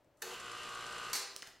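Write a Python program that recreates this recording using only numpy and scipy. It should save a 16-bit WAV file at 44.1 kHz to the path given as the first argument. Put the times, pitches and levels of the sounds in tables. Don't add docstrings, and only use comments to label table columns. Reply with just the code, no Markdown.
import sys
import numpy as np
from scipy import signal
from scipy.fft import rfft, irfft
from scipy.io import wavfile

SR = 44100
rng = np.random.default_rng(int(sys.argv[2]) if len(sys.argv) > 2 else 0)


def transcribe(signal):
    frames = np.atleast_2d(signal).T
    limited = np.clip(frames, -1, 1)
    pcm = np.round(limited * 32767).astype(np.int16)
    wavfile.write(sys.argv[1], SR, pcm)


N = 70560
T = np.arange(N) / SR

START_S, STOP_S = 0.219, 1.117
ROTOR_HZ, FIELD_HZ = 58.05, 120

# (frequency [Hz], fade time [s])
ROOM_FADE = [(150, 0.37), (400, 0.92), (1500, 0.68), (4500, 0.65), (8000, 0.4), (14000, 0.26)]
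# (frequency [Hz], side level minus middle level [dB])
STEREO_WIDTH = [(60, -20), (220, -15.5), (450, -15), (800, -12), (1300, -23.5), (2400, -19.5),
                (4300, -20.5), (5800, -10), (8500, -7.5), (11000, -9.5), (11800, -38)]
# (frequency [Hz], level [dB])
AIR_COLOUR = [(15, -16), (25, -11.5), (136, -9.5), (215, -14), (240, -15), (322, -7), (399, -15), (598, -8),
              (782, -15.5), (10900, -42.5), (15500, -39)]
# (time [s], level [dB], centre [Hz], drop away from the centre
# [dB per octave squared], fade time [s], left minus right [dB])
HAND_TICKS = [(0.045, -72.5, 6400, 26, 0.013, 0), (0.172, -70, 7000, 10, .03, -1),
              (1.3634, -29, 4850, 3.5, 0.003, -5.5), (1.4223, -37.5, 3160, 8, 0.013, -2),
              (1.4282, -42.5, 1480, 16, 0.019, 0.5), (1.4723, -48.5, 3080, 3.5, 0.023, -4),
              (1.479, -63, 10000, -1.5, 0.016, 0)]
# (frequency [Hz], level [dB])
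TICK_BASE_COLOUR = [(200, -16), (600, -12.5), (7000, -15), (15000, -31)]
# (time [s], level [dB])
SLEEVE_LEVELS = [(.16, -100), (.18, -78.5), (.22, -70), (.3, -100), (1.28, -65), (1.35, -63), (1.41, -76),
                 (1.48, -59), (1.53, -68.5), (1.6, -78)]
# (frequency [Hz], level [dB])
SLEEVE_COLOUR = [(200, -41), (600, 4), (1500, 0.5), (4000, -14.5), (8000, -6.5), (15000, -16)]
# (time [s], level [dB])
RASP_LEVELS = [(.27, -73), (.33, -54.5), (.365, -54.5), (.41, -65), (.46, -57), (.62, -54), (.7, -60.5),
               (1.12, -57), (1.2, -76)]
# (frequency [Hz], level [dB])
RASP_COLOUR = [(2200, -45), (2700, -3), (2920, 4), (3150, 1.5), (3600, -39)]
# (frequency [Hz], level [dB])
SCUFF_COLOUR = [(100, -39), (200, -14), (280, -16), (460, -2.5), (650, -6), (950, -2), (1450, -14),
                (2230, -15), (2550, -7.5), (3200, -14.5), (4400, -10.5), (5400, -17), (6700, -10.5),
                (8500, -20.5), (12000, -20), (15500, -31)]
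# (frequency [Hz], level [dB])
FEED_COLOUR = [(1000, -1.5), (3000, -4), (5700, 6), (6600, 0), (7450, 7.5), (8100, -5), (8900, 2),
               (9700, -1.5), (10250, 5.5), (10900, -19), (15000, -30)]
# (frequency [Hz], level [dB], fade time [s])
DRIVE_RINGS = [(7340, -65, .25), (7600, -65, 0.23), (10250, -69, 0.11)]
# (frequency [Hz], level [dB])
GEAR_COLOUR = [(100, -20), (320, -16), (400, -11), (520, -11.5), (850, -17), (1180, -5), (1300, -9.5),
               (1490, -4.5), (1700, -14.5), (2050, -10.5), (2280, -18.5), (2600, -8), (2950, -11.5),
               (3400, -14.5), (4300, -14), (5200, -20), (6500, -21.5), (7450, -20.5), (8100, -24.5),
               (8900, -25.5), (9700, -31), (10250, -32.5), (10900, -28.5), (15500, -48)]
# (frequency [Hz], level [dB])
HUM_TONES = [(60, -76.5), (120, -69.5), (360, -68.5), (480, -64.5), (600, -66.5), (720, -67)]
# (pitch [times the rotor speed], level [dB], higher partner's level [dB])
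WHINE_TONES = [(14, -66, -76), (17, -63, -61), (18, -65, -56), (19, -62, -52.5), (20, -65, -66),
               (22, -63, -62), (23, -68, -62), (24, -66, -58), (25, -62, -65), (32, -64, -64),
               (40, -72, -69), (48, -68, -62), (70, -70, -70)]
# (time [s], level [dB])
CLICK_HITS = [(.2188, -45), (.2218, -32.5), (.2275, -39.5)]
# (frequency [Hz], level [dB])
CLICK_COLOUR = [(200, -15), (400, -4), (700, -11), (1100, -0.5), (1750, 8), (2200, -5), (2700, 1),
                (3400, -1), (4400, 3), (5400, -3.5), (6500, 6), (8200, -5.5), (11000, 1), (15500, -8)]
# (frequency [Hz], level [dB], fade time [s])
HOUSING_RINGS = [(205, -60, .4), (373, -40, .42), (456, -41, .35), (473, -46, .45), (815, -57, .35),
                 (1478, -49, .25), (1770, -37, .06), (2596, -48, .26), (2908, -53, .3), (4344, -54, .31),
                 (6514, -56, .2)]
# (time [s], level [dB])
CLACK_HITS = [(1.131, -31), (1.1335, -32), (1.1385, -37.5), (1.1418, -41), (1.152, -39), (1.1548, -33.5),
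              (1.162, -35), (1.175, -43)]
# (frequency [Hz], level [dB])
CLACK_COLOUR = [(150, -28), (400, -5.5), (700, -8), (1400, 0.5), (2100, -0.5), (2800, -3), (3300, -5.5),
                (4300, 3.5), (5500, 2), (6800, -2), (9000, 0), (10500, -7), (12500, -5.5), (15500, -17.5)]
# (frequency [Hz], level [dB], fade time [s])
BRAKE_RINGS = [(393, -52, 1.1), (495, -55, .9), (1604, -54, .8), (2159, -50, .41), (4065, -46, .5),
               (4346, -40, .3), (4621, -43, .38), (5325, -44, .2), (5809, -47, .45), (7154, -54, .5)]


def from_db(db):
    return 10 ** (np.asarray(db) / 20)


def unit_level(x):
    return x / np.sqrt(np.mean(x ** 2) + 1e-20)


def at_hz(points, hz):
    freqs, values = np.transpose(points)
    return np.interp(np.log(np.maximum(hz, 1)), np.log(freqs), values)


def colour(x, spectrum):
    return irfft(rfft(x) * from_db(at_hz(spectrum, np.fft.rfftfreq(N, 1 / SR))), N)


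def widen(mid, side, wider_db=0):
    return mid + from_db(wider_db) * colour(side, STEREO_WIDTH) * np.array([[1], [-1]])


def pan(db):
    return from_db(np.array([[db], [-db]]) / 2)


def noise(spectrum, wider_db=0):
    return unit_level(colour(widen(*rng.standard_normal((2, N)), wider_db), spectrum))


def tone(phase):
    return np.sin(phase) + 0.089 * np.sin(phase + 2 * np.pi * rng.random()) * np.array([[1], [-1]])


def drift(rate_hz):
    points = rng.standard_normal(200)
    return np.interp(T * rate_hz, np.arange(len(points)), points)


def dying(s, fade_s):
    return np.exp(-np.log(1000) * np.maximum(T - s, 0) / fade_s)


def struck(s, fade_s):
    return (T >= s) * dying(s, fade_s)


def running(rise_s):
    return (1 - np.exp(-np.maximum(T - START_S, 0) / rise_s)) * dying(STOP_S, fade_s=0.32)


def room_echo(x):
    white = rfft(widen(*rng.standard_normal((2, N))))
    hz = np.fft.rfftfreq(N, 1 / SR)
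    edges = np.append(0, np.geomspace(200, SR / 2, 14))
    tail = 0
    for low, high in zip(edges, edges[1:]):
        band = irfft(white * (hz >= low) * (hz < high), N)
        tail = tail + band * dying(0, at_hz(ROOM_FADE, (low + high) / 2))
    tail = unit_level(tail * (1 - np.exp(-T / 0.0026))) / np.sqrt(N)
    return signal.fftconvolve(x.mean(axis=0)[None], tail, axes=1)[:, :N]


def room_air():
    return from_db(-71) * pan(1.8) * noise(AIR_COLOUR)


def hand(wider_db=2.5, echo_db=-4):
    freqs = np.geomspace(100, 16000, 24)
    ticks = 0
    for s, db, centre_hz, drop_db, fade_s, pan_db in HAND_TICKS:
        curve_db = -drop_db * np.log2(freqs / centre_hz) ** 2
        spectrum = np.column_stack([freqs, np.maximum(curve_db, at_hz(TICK_BASE_COLOUR, freqs))])
        ticks = ticks + from_db(db) * pan(pan_db) * struck(s, fade_s) * noise(spectrum, wider_db)
    sleeve = from_db(np.interp(T, *np.transpose(SLEEVE_LEVELS))) * noise(SLEEVE_COLOUR, wider_db)
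    return ticks + from_db(echo_db) * room_echo(ticks) + sleeve


def rasp():
    level_db = np.interp(T, *np.transpose(RASP_LEVELS), left=-120, right=-120)
    return from_db(level_db) * noise(RASP_COLOUR)


def strip_feed(first_tick_s=0.3995, gap_s=0.05825, tick_db=-49, weak_db=-4.5):
    scuff = from_db(-50) * (T > START_S) * dying(0.34, fade_s=0.28) * noise(SCUFF_COLOUR)
    ticks = rings = 0
    for k, s in enumerate(np.arange(first_tick_s, STOP_S, gap_s)):
        ticks = ticks + from_db(tick_db + weak_db * (k % 2) + rng.normal(0, 1)) * struck(s, 0.052)
        for hz, db, fade_s in DRIVE_RINGS:
            note = tone(2 * np.pi * (hz * T + rng.random()))
            rings = rings + from_db(db + rng.normal(0, 1.8)) * struck(s, fade_s) * note
    return scuff + ticks * noise(FEED_COLOUR) + rings


def gears(repeat_share=0.41, rise_db_per_s=3.5):
    one_turn = rng.standard_normal((2, int(SR / ROTOR_HZ)))
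    looped = widen(*(np.resize(row, N) for row in one_turn))
    repeating = unit_level(colour(looped, GEAR_COLOUR))
    teeth = np.sqrt(repeat_share) * repeating + np.sqrt(1 - repeat_share) * noise(GEAR_COLOUR)
    throb = 1 + 0.1 * np.cos(2 * np.pi * ROTOR_HZ * T) + 0.083 * np.cos(2 * np.pi * FIELD_HZ * T)
    throb = np.where(T < STOP_S, throb, 1)
    level_db = -48 + rise_db_per_s * (np.minimum(T, STOP_S) - (START_S + STOP_S) / 2)
    return teeth * throb * from_db(level_db) * running(rise_s=0.054)


def motor(flutter=0.14, wander_hz=0.045, scatter_cycles=0.36):
    turns = np.cumsum(ROTOR_HZ + wander_hz * drift(7.97)) / SR
    whine = hum = 0
    for multiple, db, partner_db in WHINE_TONES:
        build_s = 0.27 if multiple * ROTOR_HZ > 1300 else 0.15
        build = from_db(-17 * np.exp(-np.maximum(T - START_S, 0) / build_s))
        for shift_hz, level_db in ((0, db), (FIELD_HZ, partner_db)):
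            phase = 2 * np.pi * (multiple * turns + shift_hz * T + scatter_cycles * rng.random())
            note = tone(phase) * (1 + flutter * drift(14.7))
            pitch_wobble = flutter * drift(14.5) * np.cos(phase)
            whine = whine + build * from_db(level_db) * (note + pitch_wobble)
    for hz, db in HUM_TONES:
        note = tone(2 * np.pi * (hz * T + rng.random()))
        hum = hum + from_db(db) * note * (1 + flutter * drift(10.7))
    return np.sqrt(2) * (whine * running(rise_s=0.035) + hum * running(rise_s=0.096))


def metal_hits(hits, spectrum, notes, fade_s, echo_db, ring_db, swell_cycles=11):
    def loudness(fade):
        return np.sqrt(sum((from_db(db) * struck(s, fade)) ** 2 for s, db in hits))

    crack = noise(spectrum) * loudness(fade_s)
    all_hits = np.sqrt(sum(from_db(db) ** 2 for _, db in hits))
    since_first_s = np.maximum(T - hits[0][0], 0)
    rings = 0
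    for hz, db, ring_s in notes:
        cycles = hz * since_first_s
        swell = 1 - np.exp(-cycles / swell_cycles)
        note = tone(2 * np.pi * cycles) * (1 + 0.34 * drift(29.96))
        rings = rings + from_db(db) * loudness(ring_s) / all_hits * swell * note
    return crack + from_db(echo_db) * room_echo(crack) + from_db(ring_db) * rings


def scene():
    click = metal_hits(CLICK_HITS, CLICK_COLOUR, HOUSING_RINGS, fade_s=0.022, echo_db=-3, ring_db=-1)
    clack = metal_hits(CLACK_HITS, CLACK_COLOUR, BRAKE_RINGS, fade_s=0.037, echo_db=1.5, ring_db=-2)
    whir = motor() + gears() + strip_feed() + rasp()
    return click + whir + clack + hand() + room_air()


def record(dry, cutoff_hz=15800):
    return signal.sosfilt(signal.ellip(10, .2, 80, cutoff_hz, fs=SR, output="sos"), dry)


dry = scene()
out = record(dry)
transcribe(out)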